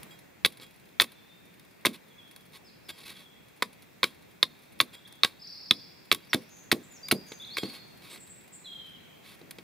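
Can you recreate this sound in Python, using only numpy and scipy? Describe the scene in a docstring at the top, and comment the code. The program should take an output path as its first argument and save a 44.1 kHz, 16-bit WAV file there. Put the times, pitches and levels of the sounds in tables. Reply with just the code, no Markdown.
"""Chopping a stick in woodland

A hand axe chops, close by, through a stick held upright on a mossy log. Each blow sums the decaying modes
of stick and blade, noise bursts for tearing and snapping fibres, and a thud of log modes and low noise.
Cracks, bumps, scrapes and the ringing free blade come during and between the blows; bark and needles tick.
Gliding tones make the small birds further off, scattered echoes the trees, filtered noise the background."""
import sys
import numpy as np
from scipy import signal
from scipy.fft import rfft, irfft, next_fast_len
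from scipy.io import wavfile
from scipy.ndimage import uniform_filter1d

SR = 44100
rng = np.random.default_rng(int(sys.argv[2]) if len(sys.argv) > 2 else 0)


def unload_wav(signal):
    """Save mono or channel-first audio to the path in sys.argv[1] as 16-bit WAV at rate SR, clipped to [-1, 1]."""
    wavfile.write(
        sys.argv[1],
        SR,
        np.round(np.clip(np.atleast_2d(signal).T, -1, 1) * 32767).astype(np.int16),
    )


N = 424683  # length in samples


def amp(db):
    """Level law: decibels to an amplitude gain."""
    return 10 ** (np.asarray(db) / 20)


def unit(x):
    """Normalization: scales a signal to rms 1."""
    return x / np.sqrt(np.mean(x ** 2) + 1e-20)


def read(points, hz):
    """Logarithmic frequency scale: interpolates a table's value along it."""
    f, value = np.transpose(points)
    return np.interp(np.log(hz + 1), np.log(f + 1), value)


def clock(length):
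    """Sampling: the sample times of a sound of this length in seconds."""
    return np.arange(max(int(length * SR), 2)) / SR


def add(mix, s, sound):
    """Superposition: sums a sound into the mix from time s in seconds."""
    part = mix[max(round(s * SR), 0):][:len(sound)]
    part += sound[:len(part)]


HZ = np.fft.rfftfreq(2048, 1 / SR)


def colour(x, points):
    """Minimum-phase filtering: a causal filter of unit energy with the given spectrum."""
    log_gain = np.log(amp(read(points, HZ)))
    mirrored = np.r_[log_gain, log_gain[-2:0:-1]]
    response = np.exp(np.conj(signal.hilbert(mirrored)))[:len(HZ)]  # the phase follows from the log gain
    taps = irfft(response)
    return signal.fftconvolve(x, taps / np.linalg.norm(taps))[:len(x)]


def ring(modes, t, tuning=1):
    """Modal superposition: exponentially decaying sines, struck at t = 0."""
    return sum(amp(db - 60 * t / t60) * np.sin(2 * np.pi * hz * tuning * t) for hz, db, t60 in modes)


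# axe blows, levels relative: start_s, force_db, knock_db, stick_tuning_factor, bite_db, bite_hz,
# cut_s (time to cut through), snap_db, thud_db
BLOWS = [(.448, -19.5, -31.5, 0.97, -16, 3480, 0.011, -32, -34.5),
         (.999, -18.5, -30, 0.8, -14, 3550, 0.02, -20.5, -34.5),
         (1.8501, -21.5, -22.5, 0.92, -36.5, 3660, 0.016, -18, -22.5),
         (3.6225, -23.5, -23.5, 0.89, -30, 3590, 0.0038, -24.5, -35),
         (4.031, -24.5, -21.5, 0.91, -20.5, 3700, 0.0095, -15, -35),
         (4.4284, -24, -25, 0.94, -13.5, 3710, 0.003, -38, -38),
         (4.8018, -20.5, -21, 1, -16, 3560, 0.01, -24, -30.5),
         (5.234, -24.5, -23, 1.01, -13.5, 3790, 0.013, -15, -54),
         (5.7095, -24, -31, .94, -12.5, 3510, 0.0016, -21.5, -28.5),
         (6.115, -19.5, -21.5, 1.017, -16.5, 3440, .011, -21.5, -32),
         (6.3312, -22, -30.5, 0.85, -23, 3240, 0.013, -21, -19.5),
         (6.7153, -19.5, -33, 0.83, -22, 3700, 0.0098, -46, -18),
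         (7.1118, -20.5, -23.5, 1.19, -26, 4200, 0.011, -41, -16.5),
         (7.5689, -29.5, -35, 0.96, -34.5, 4230, .014, -24, -52)]
# modes of the blade held in the wood: multiple_of_bite_hz, relative_level_db, t60_s
BITE = [(.94, -24.5, .008), (1, 6.5, 0.0086), (1.11, 4, 0.0078), (1.14, -42.5, .16), (1.29, -7, 0.0098),
        (1.45, -19.5, .01), (2.7, -19, .008)]
# tearing level below the force for a cut of TEAR_S seconds; tearing outlasts each cut by a factor
TEAR_DB, TEAR_S, TEAR_OVERRUN = -2.5, .015, 1.25
LOG_DELAY_S = 0.0015  # from the last fibre to the log


def blows(stick_db=7, blade_db=10, rise=.0005, crunch_db=-9, crunch_top_db=-12, crunch_t60=0.029,
          tear_db=-2, tear_top_db=-11, release=0.0022, snap_top_db=-6.0, snap_t60=0.012,
          drag_db=-22, drag_top_db=-27, drag_t60=0.15):
    """Impact and fracture: modes ring, fibres tear until the last snaps, and the axe drags into the log."""
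    out, t = np.zeros(N), clock(.12)
    contact = 1 - np.exp(-t / rise)
    for s, force_db, knock_db, tuning, bite_db, bite_hz, cut, snap_db, thud_db in BLOWS:
        # where the edge lands sets how loud the stick's low modes knock
        modes = []
        for hz, db, t60 in STICK:
            strike_db = np.interp(hz, [1250, 1650], [knock_db, force_db])
            modes.append((hz * rng.normal(1, .01), db + strike_db, t60))
        # neighbouring modes swing opposite ways
        stick = ring(modes[0::2], t, tuning) - ring(modes[1::2], t, tuning)
        held_blade = amp(bite_db + blade_db) * ring(BITE, t, bite_hz)
        add(out, s, contact * (amp(stick_db) * stick + held_blade))

        crunch = contact * amp(-60 * t / crunch_t60)
        add(out, s, wood_noise(t, crunch, force_db + crunch_db, force_db + crunch_top_db, spread_db=-12.0))

        # the same work spread over a longer cut tears more softly
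        length = cut * TEAR_OVERRUN
        longer_db = 10 * np.log10(length / TEAR_S)
        tearing_db = force_db + TEAR_DB - longer_db
        # the tearing dies quickly once the edge is through
        tearing = contact * np.exp(-np.maximum(t - length, 0) / release)
        add(out, s, wood_noise(t, tearing, tearing_db + tear_db, tearing_db + tear_top_db, spread_db=5))

        # a deeper cut throws more splinters; a louder snap leaves more to drag through
        depth_db = force_db + longer_db
        add(out, s + cut, crack(snap_db, depth_db + snap_top_db, snap_t60))
        drag = contact * amp(-60 * t / drag_t60)
        add(out, s + cut, wood_noise(t, drag, snap_db + drag_db, snap_db + drag_top_db, spread_db=0.5))
        add(out, s + cut + LOG_DELAY_S, thud(thud_db))
    return out


def fibres(t, spread_db):
    """Random impulses: a dense run of tiny snaps of uneven size, rms 1."""
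    size = amp(spread_db * np.minimum(rng.exponential(1, len(t)), 4))
    return unit(rng.standard_normal(len(t)) * size)


# modes of the stick: mode_hz, relative_level_db, t60_s
STICK = [(404, -16.5, 0.024), (583, -10, 0.021), (1120, -4, 0.038), (1287, -5.5, 0.026),
         (1667, -1.5, 0.015), (2022, -1.5, 0.012), (2306, 3, 0.017), (2620, -2, 0.016)]
# spectrum of fibres heard through the wood: frequency_hz, relative_level_db_per_hz
FIBRE = [(40, -49), (150, -19.5), (400, -11.5), (750, -34.5), (1100, -4.5), (1500, -9), (2200, 0),
         (3000, 1.5), (3700, 1.5), (4500, -2.5), (6000, -18), (8000, -15), (16000, -52.5)]
# spectrum of the finest splinters: frequency_hz, relative_level_db_per_hz
SPLINTER = [(2500, -27), (5000, -3.5), (6500, -6), (8000, -9), (9800, 6), (12000, 1.5), (15000, -3)]


def wood_noise(t, envelope, body_db, treble_db, spread_db, ringing_db=-5):
    """Source and resonator: breaking fibres ring the stick, while the finest splinters fizz directly."""
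    snaps = fibres(t, spread_db) * envelope
    ringing = signal.fftconvolve(snaps, ring(STICK, t))[:len(t)]
    body = unit(unit(colour(snaps, FIBRE)) + amp(ringing_db) * unit(ringing))
    body *= np.sqrt(np.mean(envelope ** 2))
    fizz = colour(fibres(t, spread_db) * envelope, SPLINTER)
    return amp(body_db) * body + amp(treble_db) * fizz


def crack(body_db, treble_db, t60, level_db=6, rise=0.00024):
    """Brittle fracture: wood lets go in one short burst."""
    t = clock(0.035)
    burst = (1 - np.exp(-t / rise)) * amp(-60 * t / t60)
    return amp(level_db) * wood_noise(t, burst, body_db, treble_db, spread_db=6)


# modes of the log: mode_hz, relative_level_db, t60_s
LOG = [(222, -0.5, 0.018), (331, 8, 0.017), (620, -2, 0.018)]
# spectrum of the forest floor: frequency_hz, relative_level_db_per_hz
GROUND = [(30, -46), (70, -34.5), (130, -7.5), (240, 5), (350, -3), (550, -9), (900, -26), (2000, -38.5)]


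def thud(db, hard_db=-21, growth=0.2, ground_db=-9, ground_t60=0.2, rise=.00087, spread=0.0094):
    """Damped resonance: the log swings briefly, more under a hard blow, and shudders on the forest floor."""
    t = clock(.25)
    hardness = amp(growth * (db - hard_db))
    swing = hardness * (1 - np.exp(-t / rise)) * ring(LOG, t, rng.normal(1, .06))
    shudder = (1 - np.exp(-t / spread)) * amp(-60 * t / ground_t60)
    rumble = unit(colour(rng.standard_normal(len(t)), GROUND))
    return amp(db) * (amp(ground_db) * shudder * rumble - swing)


# bright cracks of wood, during and between blows: start_s, relative_level_db
CRACKS = [(.031, -45), (0.4603, -24), (1.01, -27), (1.596, -55), (1.8559, -18), (2.362, -46.5),
          (5.125, -51), (6.147, -31), (6.718, -22.5), (7.085, -35), (7.1155, -22.5), (9.509, -39.5)]


def bright_cracks(body_db=-1, treble_db=0, small_t60=0.019, large_t60=0.015):
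    """Fracture speed: bright cracks of wood, of which the loud ones die away fastest."""
    out = np.zeros(N)
    for s, db in CRACKS:
        t60 = np.interp(db, [-42, -22], [small_t60, large_t60])
        add(out, s, crack(db + body_db, db + treble_db, t60))
    return out


# axe or stick bumping the log, levels relative: start_s, wood_db, thud_db
BUMPS = [(.598, -50, -56), (7.3188, -40, -54), (7.633, -36, -22.5), (9.414, -54, -39.5),
         (9.585, -44.5, -38.5)]


def bumps(treble_db=-17, t60=0.028, knock_db=-2, tuning=1.4):
    """Soft impact: dull knocks on the bark, each with a thud of the log."""
    out = np.zeros(N)
    for s, wood_db, thud_db in BUMPS:
        add(out, s, crack(wood_db, wood_db + treble_db, t60))
        add(out, s, amp(wood_db + knock_db) * ring(LOG, clock(.05), tuning))
        add(out, s, thud(thud_db))
    return out


# blade, bark and splinters rubbing: start_s, length_s, relative_level_db
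SCRAPES = [(0.604, 0.051, -53.5), (1.024, 0.025, -43), (1.925, 0.046, -51.5), (2.527, 0.049, -53.5),
           (2.882, 0.033, -42.5), (2.9, .38, -57), (3.04, 0.096, -49.5), (4.925, .034, -53),
           (7.593, .22, -52.5), (8.006, 0.12, -56), (8.091, 0.1, -51), (9.22, 0.15, -57)]


def scrapes(body_db=1, treble_db=-5.5, slip_db=3, slips_per_s=170):
    """Friction: uneven slips of steel and bark under a short stroke."""
    out = np.zeros(N)
    for s, length, db in SCRAPES:
        t = clock(length)
        slips = rng.standard_normal(256)
        slip_level_db = slip_db * np.interp(t * slips_per_s, np.arange(len(slips)), slips)
        stroke = unit(signal.windows.tukey(len(t), .5) * amp(slip_level_db))
        add(out, s, wood_noise(t, stroke, db + body_db, db + treble_db, spread_db=4.0))
    return out


# the blade comes free and rings: start_s, relative_level_db
RINGS = [(0.109, -51.5), (.62, -51.5), (2.89, -49.5), (4.04, -50.5), (4.936, -50), (6.145, -53),
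         (7.585, -39)]
# modes of the free blade: mode_hz, relative_level_db, t60_s
BLADE = [(2492, -13, .25), (3290, 2.5, 0.24), (3820, -9.5, 0.28), (4920, -9, 0.24), (7560, -7, 0.17),
         (9500, -11.5, 0.14), (12310, -9.5, 0.16)]


def blade():
    """Free vibration: the steel head sings faintly when it leaves the cut."""
    out, t = np.zeros(N), clock(.35)
    for s, db in RINGS:
        add(out, s, amp(db) * ring(BLADE, t))
    return out


def litter(per_s=12, body_db=-63, treble_db=-62, t60=0.049, spread_db=3.5):
    """Random arrivals: crumbs of bark and dry needles tick at chance moments, per_s on average."""
    out, t = np.zeros(N), clock(.03)
    size = amp(spread_db * np.minimum(rng.exponential(1, N), 3))
    for i in np.flatnonzero(rng.random(N) < per_s / SR):
        tick = wood_noise(t, amp(-60 * t / t60), body_db, treble_db, spread_db=2)
        add(out, i / SR, size[i] * tick)
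    return out


# slurred bird notes: start_s, length_s, first_hz, last_hz, relative_level_db
SLURS = [(1.147, 0.054, 3540, 3530, -63), (1.286, 0.068, 3680, 3730, -62),
         (2.643, 0.062, 5250, 3510, -59.5), (2.845, 0.062, 5320, 4040, -63), (4.977, 0.02, 3420, 3910, -57),
         (5.05, 0.016, 3360, 3850, -50), (6.222, 0.034, 4620, 5700, -64), (6.294, 0.029, 5800, 3980, -52.5),
         (6.902, .085, 7160, 4800, -55.5), (7.028, 0.048, 4800, 5060, -43.5),
         (7.14, 0.0485, 4780, 5390, -54), (7.397, 0.03, 3560, 3890, -44.5),
         (7.423, .032, 3407, 4340, -43.5), (7.504, 0.055, 4280, 5330, -45), (7.624, 0.045, 4370, 4710, -45),
         (7.696, 0.015, 4550, 4100, -54), (8.642, 0.044, 4050, 3680, -48.5)]
# one short falling chirp, repeated: start_s, relative_level_db
CHIRPS = [(2.1, -62.5), (2.179, -52), (3.15, -54), (3.25, -58.5)]
CHIRP_S, CHIRP_HZ, CHIRP_END_HZ = 0.0308, 3420, 3185  # length and pitches
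# thin, high, buzzing notes: start_s, length_s, pitch_hz, relative_level_db
BUZZES = [(6.474, 0.19, 6500, -58), (6.828, 0.034, 7500, -57.5), (7.255, .13, 6500, -55.5),
          (8.088, 0.076, 8100, -55), (8.194, 0.055, 7780, -52), (8.29, .048, 7770, -50),
          (8.518, 0.06, 7720, -49.5)]
TRILL_S, CALL_S = 5.385, 8.655  # start times


def birds(buzz=0.054, buzz_hz=170):
    """Frequency modulation: slurs, chirps, a trill and a long call glide; high buzzes flutter in pitch."""
    out = np.zeros(N)
    for s, length, first_hz, last_hz, db in SLURS:
        add(out, s, amp(db) * slur(length, first_hz, last_hz))
    for s, db in CHIRPS:
        add(out, s, amp(db) * slur(CHIRP_S, CHIRP_HZ, CHIRP_END_HZ))
    for s, length, hz, db in BUZZES:
        flutter = buzz * np.sin(2 * np.pi * buzz_hz * clock(length))
        add(out, s, amp(db) * whistle(hz * (1 + flutter), taper=0.6, waver=0.017))
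    add(out, TRILL_S, trill())
    add(out, CALL_S, long_call())
    return out


def whistle(hz, taper, waver):
    """Phase as integrated frequency: a pure tone along a pitch curve, with soft ends and a slight waver."""
    smoothed = uniform_filter1d(rng.standard_normal(len(hz)), size=120)
    wobble = unit(uniform_filter1d(smoothed, size=120))
    phase = 2 * np.pi * np.cumsum(hz * (1 + waver * wobble)) / SR
    return np.sqrt(2) * signal.windows.tukey(len(hz), taper) * np.sin(phase)


# the glide speeds up as this power of time; a rising note first dips by this share
SLUR_BEND, SLUR_SCOOP = 2.3, 0.027


def slur(length, first_hz, last_hz):
    """Accelerating glide: a note lingers on its first pitch, then sweeps to its last."""
    u = clock(length) / length
    scoop = SLUR_SCOOP * (last_hz > first_hz) * np.sin(np.pi * u)
    glide_hz = first_hz + (last_hz - first_hz) * u ** SLUR_BEND
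    return whistle(glide_hz * (1 - scoop), taper=0.28, waver=.007)


# one syllable of the trill: share_of_syllable (0-1), pitch_hz
SYLLABLE = [(0, 4050), (.22, 5436), (.4, 4715), (.52, 4057), (.6, 4470), (.78, 4700), (.88, 5260),
            (1, 4574)]
TRILL_LENGTH_S, TRILL_DB, TRILL_RISE_S, TRILL_FADE_DB = 0.48, -49, 0.044, 9
TRILL_SYLLABLES_PER_S = 19


def trill(throb_db=5):
    """Periodic modulation: a syllable of two chirps repeats fast, swelling quickly and fading slowly."""
    t = clock(TRILL_LENGTH_S)
    share = (t * TRILL_SYLLABLES_PER_S + .5) % 1
    fade_db = TRILL_FADE_DB * (t / TRILL_LENGTH_S) ** 2
    db = TRILL_DB - fade_db - throb_db * np.cos(4 * np.pi * share)
    tone = whistle(np.interp(share, *np.transpose(SYLLABLE)), taper=.05, waver=.03)
    return np.minimum(t / TRILL_RISE_S, 1) * amp(db) * tone


CALL_LENGTH_S, CALL_DB, CALL_FADE_DB_PER_S = .32, -46, 21.5
CALL_HZ, CALL_SAG_HZ_PER_S, CALL_DROP_HZ, CALL_DROP_S = 3310, 1100, 402, 0.0077


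def long_call():
    """Relaxing pitch: a plaintive whistle drops quickly, then sags and fades."""
    t = clock(CALL_LENGTH_S)
    hz = CALL_HZ - CALL_SAG_HZ_PER_S * t + CALL_DROP_HZ * np.exp(-t / CALL_DROP_S)
    return amp(CALL_DB - CALL_FADE_DB_PER_S * t) * whistle(hz, taper=0.021, waver=0.005)


# spectrum of the background: frequency_hz, relative_level_db
AIR = [(15, -81), (25, -42.5), (62, -14), (183, -2.5), (253, -8), (289, -7), (322, -8), (469, -9.5),
       (1270, -18.5), (2360, -15.5), (5280, -28), (10600, -31.5), (15500, -25.5)]
AIR_DB = -56.5  # before the swells
# likeness of left and right: frequency_hz, correlation (-1 to 1)
SAME = [(60, 0.16), (180, 0.28), (550, -0.46), (1650, 0.33), (4970, 0.34), (15000, -0.032)]
# the background swells a little: time_s, added_level_db
STIR = [(0, 7), (.3, 0.5), (6, 1), (7.7, 4.5), (8.4, 2), (9.6, 2.5)]


def air(patchy_db=1):
    """Partial coherence: soft woodland noise, partly alike at both ears, swelling a little."""
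    draws = rng.standard_normal((5, N // 512 + 5, len(HZ)))
    a, b, c, d, patches = draws.transpose(0, 2, 1)  # each is frequency by time
    same = np.clip(read(SAME, HZ), -1, 1)[:, None]
    left = a + 1j * b
    right = same * left + np.sqrt(1 - same ** 2) * (c + 1j * d)
    # smooth random patches, alike in both ears, vary the level over frequency and time
    patches = uniform_filter1d(patches, size=24, axis=0)
    patches = unit(uniform_filter1d(patches, size=8, axis=1))
    z = np.array([left, right]) * amp(read(AIR, HZ)[:, None] + patchy_db * patches)
    noise = signal.istft(z, nperseg=2048, noverlap=1536)[1][:, :N]
    return unit(noise) * amp(AIR_DB + np.interp(np.arange(N) / SR, *np.transpose(STIR)))


def echoes(x, decay, delay, likeness):
    """Diffuse reverberation: scattered reflections, each band dying at its own speed."""
    taps = rng.standard_normal((2, SR)) * (rng.random((2, SR)) < .1)
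    likeness = np.clip(likeness, 0, 1)
    taps[1] = likeness * taps[0] + np.sqrt(1 - likeness ** 2) * taps[1]
    hz, t, z = signal.stft(taps, SR, nperseg=256)
    tail = signal.istft(z * amp(-60 * t / read(decay, hz)[:, None]), SR, nperseg=256)[1]
    tail = np.pad(tail / np.linalg.norm(tail[0]), ((0, 0), (int(delay * SR), 0)))
    return signal.fftconvolve(x[None], tail, axes=1)[:, :N]


# phase between the two microphone ports: frequency_hz, left_lead_radians
PORTS = [(100, 0.22), (500, .55), (2200, 0.24), (4000, 0.2), (8000, 1)]


def two_ears(x):
    """Interaural phase: the two ports hear a direct sound with slightly different phase."""
    size = next_fast_len(N)
    turn = np.exp(.5j * read(PORTS, np.fft.rfftfreq(size, 1 / SR)))  # half the lead for each side
    return irfft(rfft(x, size) * np.array([turn, turn.conj()]), size)[:, :N]


# decay near the log: frequency_hz, t60_s
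NEAR = [(150, 0.11), (500, .14), (1500, 0.062), (4000, 0.091), (12000, 0.11)]
# decay among the trees: frequency_hz, t60_s
TREES = [(200, 0.33), (3500, 1.3), (8000, 0.69)]


def scene(low_cut_hz=95, order=4):
    """Direct and reverberant sound: chopping at arm's length, birds deep among the trees."""
    close = blows() + bright_cracks() + bumps() + scrapes() + blade() + litter()
    # the close sounds carry little deep bass
    close = signal.sosfilt(signal.butter(order, low_cut_hz, "high", fs=SR, output="sos"), close)
    song = birds()
    direct = two_ears(close) * amp([[-.35], [.35]])  # left, right
    chopping = direct + amp(-17.5) * echoes(close, NEAR, delay=.006, likeness=0.8)
    wood = amp(-39.5) * echoes(close, TREES, delay=0.065, likeness=1.0)
    distant = amp(-1.0) * two_ears(song) + amp(-1.0) * echoes(song, TREES, delay=.008, likeness=0.28)
    return chopping + wood + distant + air()


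EDGE_HZ = 15600  # upper band limit


def record(dry, notch_hz=3000, notch_q=14, ceiling=2.3):
    """Transducer response: a narrow dip in the microphone, soft overload on peaks, then the band limit."""
    dipped = signal.lfilter(*signal.iirnotch(notch_hz, notch_q, SR), dry)
    pressed = dipped / (1 + (dipped / ceiling) ** 8) ** (1 / 8)
    low_pass = signal.firwin(255, EDGE_HZ, window=("kaiser", 8), fs=SR)
    return signal.oaconvolve(pressed, low_pass[None], "same")


dry = scene()
out = record(dry)
unload_wav(out)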